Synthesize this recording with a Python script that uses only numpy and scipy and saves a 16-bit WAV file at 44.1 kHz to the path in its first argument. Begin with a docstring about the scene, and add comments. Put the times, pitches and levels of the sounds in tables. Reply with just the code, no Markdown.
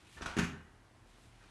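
"""Turning over a rolled mat

A thick rolled mat is turned over on a cloth-covered wooden table in a quiet kitchen. The roll
scuffs and squeaks, then its loose flap lands with a slap and soft thumps that ring the table.
Hands slide faintly over the mat; the hard room rings on over a low appliance hum."""
import sys
import numpy as np
from scipy import signal
from scipy.fft import rfft, irfft
from scipy.io import wavfile

SR = 44100
rng = np.random.default_rng(int(sys.argv[2]) if len(sys.argv) > 2 else 0)


def digitize_waveform(pressure):
    """Quantize a signal to 16-bit integers and store it at the path in sys.argv[1].

    Rows of a 2-D input are taken as channels; values are limited to [-1, 1].
    """
    field = np.atleast_2d(pressure).T
    bounded = np.clip(field, -1, 1)
    quanta = np.round(bounded * 32767).astype(np.int16)
    wavfile.write(sys.argv[1], SR, quanta)


N = 66150


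def undb(db):
    """Turn decibels into a number to multiply by."""
    return 10 ** (np.asarray(db) / 20)


def unit(x):
    """Scale to an average (rms) level of 1."""
    return x / np.sqrt(np.mean(np.abs(x) ** 2))


def seconds():
    """The time of every sample."""
    return np.arange(N) / SR


def bins():
    """The frequencies in Hz at which filters are described."""
    return np.maximum(np.arange(N + 1) * SR / (2 * N), 1)


def along(points, hz):
    """Read between (Hz, value) points, with octaves evenly spaced."""
    freqs, values = np.array(points).T
    return np.interp(np.log(hz), np.log(freqs), values)


def through(x, response):
    """Pass a sound through a filter."""
    return irfft(rfft(x, 2 * N) * response)[:N]


def colour(points, tilt_db=0):
    """A filter from (Hz, dB) points, brightened by tilt_db per octave."""
    gain = undb(along(points, bins()) + tilt_db * np.log2(bins()))
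    cepstrum = irfft(np.log(gain))
    # Fold it so the filter never sounds before its input.
    cepstrum[1:N] *= 2
    cepstrum[N + 1:] = 0
    return np.exp(rfft(cepstrum))


def resonance(hz, width):
    """A filter that favours one pitch."""
    return 1 / (1 + 1j * hz / width * (bins() / hz - hz / bins()))


def noise_band(hz, width):
    """Noise gathered around one frequency."""
    return unit(through(rng.standard_normal(N), resonance(hz, width) ** 2))


def grains(per_second=3500, spread_db=3.5):
    """Rubbing is a crowd of tiny slips of uneven size."""
    slips = rng.random(N) < per_second / SR
    signs = rng.choice([-1, 1], N)
    sizes = undb(spread_db * np.minimum(rng.exponential(size=N), np.pi))
    return unit(slips * signs * sizes)


def contacts(rows, tone):
    """Bursts of slips that rise and fade, coloured by the mat and its hollow roll."""
    # The hollow roll's rings. 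Each row: pitch in Hz, width in Hz, level in dB.
    roll_rings = [(931.4, 32, -3.5), (1270, 23, -16), (1561, 32, 1.5), (1850, 35, -5), (2395, 250, -8.5),
                  (6700, 400, -12)]
    roll = 1 + sum(undb(db) * resonance(hz, width) for hz, width, db in roll_rings)
    out = np.zeros(N)
    for start, db, rise, fade, tilt_db in rows:
        age = seconds() - start
        shape = np.clip(age / rise, 0, 1) * np.exp(-np.maximum(age - rise, 0) / fade)
        out += undb(db) * through(grains() * shape, unit(roll * colour(tone, tilt_db)))
    return out


def flap_slap():
    """The loose flap lands in a quick run of hits."""
    # Each row: start in seconds, level in dB, rise and fade in seconds, brightness in dB per octave.
    hits = [(.365, -41, 0.0022, 0.02, 3.2), (.374, -35, 0.0019, 0.011, -3),
            (.384, -28.5, 0.0029, 0.013, 2.5), (.394, -36.5, 0.0015, 0.02, -0.5),
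            (.413, -44, .002, 0.014, 0.5), (.430, -43, 0.0084, 0.024, 3.5)]
    # The slap's tone. Each row: frequency in Hz, level in dB.
    tone = [(30, -28), (100, -3.5), (400, 2.5), (650, -5.5), (1400, 3), (2500, -1.5), (3400, -8.5),
            (5000, -15.5), (6800, -13.5), (8000, -22), (12000, -30)]
    return contacts(hits, tone)


def table_thumps(peak_cycles=0.57, thud_db=-6, ring_db=-53.5, low_cut_hz=40):
    """The roll's weight lands in short, dull thuds that ring the table top."""
    # Each row: start in seconds, relative level in dB, pitch of the thud in Hz.
    landings = [(0.163, -49.5, 109), (0.178, -54, 87), (.210, -43, 273), (.226, -39.5, 184),
                (0.26, -42.5, 108), (0.367, -25.5, 278), (0.3761, -26.5, 243), (0.3891, -21.5, 201),
                (0.3932, -28, 146), (.414, -34, 194), (0.4293, -29.5, 155), (0.458, -39, 196),
                (.484, -44, 168), (0.53, -43, 113), (1.060, -49.5, 620), (1.184, -48, 760),
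                (1.249, -56.5, 80)]
    # The wood's own notes. Each row: pitch in Hz, relative level in dB, seconds to fade by 60 dB.
    wood_notes = [(80, -8, 0.54), (141.8, -1.5, 0.23), (167.2, -6.5, 0.3), (214.5, -8, 0.47),
                  (253.8, -1.5, 0.38), (314, -8.5, 0.38), (334.3, -0.5, 0.38), (389, -7, 0.56),
                  (500, -6, 0.6)]
    t, thuds = seconds(), np.zeros(N)
    for start, db, hz in landings:
        cycles = hz * np.maximum(t - start, 0)
        shape = cycles / peak_cycles * np.exp(2 - 2 * cycles / peak_cycles)
        thuds += undb(db) * shape * np.sin(2 * np.pi * cycles)
    ring = sum(undb(db) * 1000 ** (-t / fade) * np.cos(2 * np.pi * hz * t) for hz, db, fade in wood_notes)
    # The table gives little deep bass to the air.
    bass_cut = 1 / (1 - 1j * low_cut_hz / bins() - (low_cut_hz / bins()) ** 2)
    return through(thuds, bass_cut * (undb(thud_db) + undb(ring_db) * rfft(ring, 2 * N)))


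def roll_scuffs():
    """The roll rubs briefly as it turns."""
    # Each row: start in seconds, level in dB, rise and fade in seconds, brightness in dB per octave.
    rubs = [(.165, -50, 0.017, 0.018, -1.5), (.2095, -43, 0.0016, 0.026, -2.5),
            (.218, -41, 0.0036, 0.022, 0), (.2585, -36, 0.00072, 0.016, 0.5),
            (.272, -46.5, 0.0033, 0.085, -0.5), (1.385, -61.5, 0.044, 0.031, 0)]
    # The scuff's tone. Each row: frequency in Hz, level in dB.
    tone = [(40, -1), (150, -11.5), (400, -3.5), (600, -6.5), (1300, 0.5), (2200, -8), (3500, -10.5),
            (6200, -17), (9000, -23.5), (12000, -34.5)]
    return contacts(rubs, tone)


def squeaks(wobble=0.026):
    """The rubbery surface sticks and slips, chirping at an unsteady pitch."""
    # Each row: start in seconds, level in dB, length in seconds, pitch in Hz.
    chirps = [(.167, -50, 0.015, 1780), (0.206, -47, .011, 1350), (.216, -47.5, 0.0062, 6000),
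              (.258, -33, 0.01, 1480)]
    out = np.zeros(N)
    for start, db, length, hz in chirps:
        pitch = hz * (1 + wobble * noise_band(hz=133, width=400))
        shape = np.sin(np.pi * np.clip((seconds() - start) / length, 0, 1))
        out += undb(db) * shape * np.sin(2 * np.pi * np.cumsum(pitch) / SR)
    return out


def hands(waver_db=1.25):
    """Palms rub the mat with a fine, wavering hiss that swells with each sweep."""
    # Each row: middle in seconds, level in dB, half length in seconds, brightness in dB per octave.
    sweeps = [(.01, -66.5, 0.018, 0.5), (0.077, -66, 0.038, 1), (.145, -62, 0.039, 3.5),
              (1.095, -71.5, 0.023, 3.5), (1.143, -72.5, 0.04, -0.5), (1.23, -69.5, 0.054, 4),
              (1.361, -71, 0.047, 1), (1.483, -69, 0.029, 0)]
    # The rubbing's tone. Each row: frequency in Hz, level in dB.
    tone = [(100, -11), (500, -15), (1200, -1), (2200, 2.5), (3600, 0), (5000, -7.5), (9000, -11),
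            (12000, -20)]
    out = np.zeros(N)
    for middle, db, half, tilt_db in sweeps:
        swell = np.exp(-.5 * ((seconds() - middle) / half) ** 2)
        out += undb(db) * swell * unit(through(grains(), colour(tone, tilt_db)))
    return out * undb(waver_db * noise_band(hz=45, width=27))


def kitchen(gap_s=0.0055):
    """A filter for the room's echo, which dies away at its own rate in each band."""
    # Each row: frequency in Hz, seconds for the echo to fade by 60 dB.
    fades = [(80, 0.6), (170, 0.43), (300, 0.51), (700, 0.58), (1800, 0.47), (3000, 0.39), (6000, 0.34),
             (12000, 0.32)]
    t, noise, tail = seconds(), rng.standard_normal(N), np.zeros(N)
    for hz, fade in fades:
        band = along([(other, float(other == hz)) for other, _ in fades], bins())
        tail += through(noise, band) * 1000 ** (-t / fade)
    tail *= t > gap_s
    return rfft(tail / np.linalg.norm(tail), 2 * N)


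def kitchenware(fade_s=1.3):
    """A filter for hard things on the counter that ring along with the mat."""
    # Each row: pitch in Hz, width in Hz, relative level in dB.
    ware_rings = [(1640, 140, -4.5), (1927, 125, -4.5), (2913, 220, -7)]
    bands = sum(undb(db) * resonance(hz, width) ** 2 for hz, width, db in ware_rings)
    ring = through(rng.standard_normal(N), bands) * 1000 ** (-seconds() / fade_s)
    return rfft(ring / np.linalg.norm(ring), 2 * N)


def background(air_db=-64):
    """An appliance hums low in the still room air."""
    # The hum's notes. Each row: pitch in Hz, width in Hz, level in dB.
    hum_notes = [(41.1, 5.3, -68), (114.35, 6.7, -70.5)]
    # The air's tone. Each row: frequency in Hz, relative level in dB.
    air_tone = [(20, -15), (40, -13.5), (80, -3), (150, -12), (350, -12), (520, -21), (700, -16),
                (1600, -21), (3000, -28), (6000, -33), (10000, -36.5), (12000, -42)]
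    hum = sum(undb(db) * noise_band(hz, width) for hz, width, db in hum_notes)
    air = unit(through(rng.standard_normal(N), colour(air_tone)))
    return hum + undb(air_db) * air


def scene(mat_echo_db=-4, table_echo_db=-9.5, ware_db=-27.5):
    """Mat, hands and table, heard directly and through the room."""
    room = kitchen()
    mat = roll_scuffs() + flap_slap() + squeaks() + hands()
    out = through(mat, 1 + undb(mat_echo_db) * room + undb(ware_db) * kitchenware())
    out += through(table_thumps(), 1 + undb(table_echo_db) * room)
    return (out + background())[None]


def record(dry):
    """Drop the deepest rumble and cut the highest treble steeply."""
    bottom_hz, top_hz = 24, 12000
    wet = signal.sosfilt(signal.butter(4, bottom_hz, "high", fs=SR, output="sos"), dry)
    return signal.sosfilt(signal.ellip(10, .2, 70, top_hz, fs=SR, output="sos"), wet)


dry = scene()
out = record(dry)
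digitize_waveform(out)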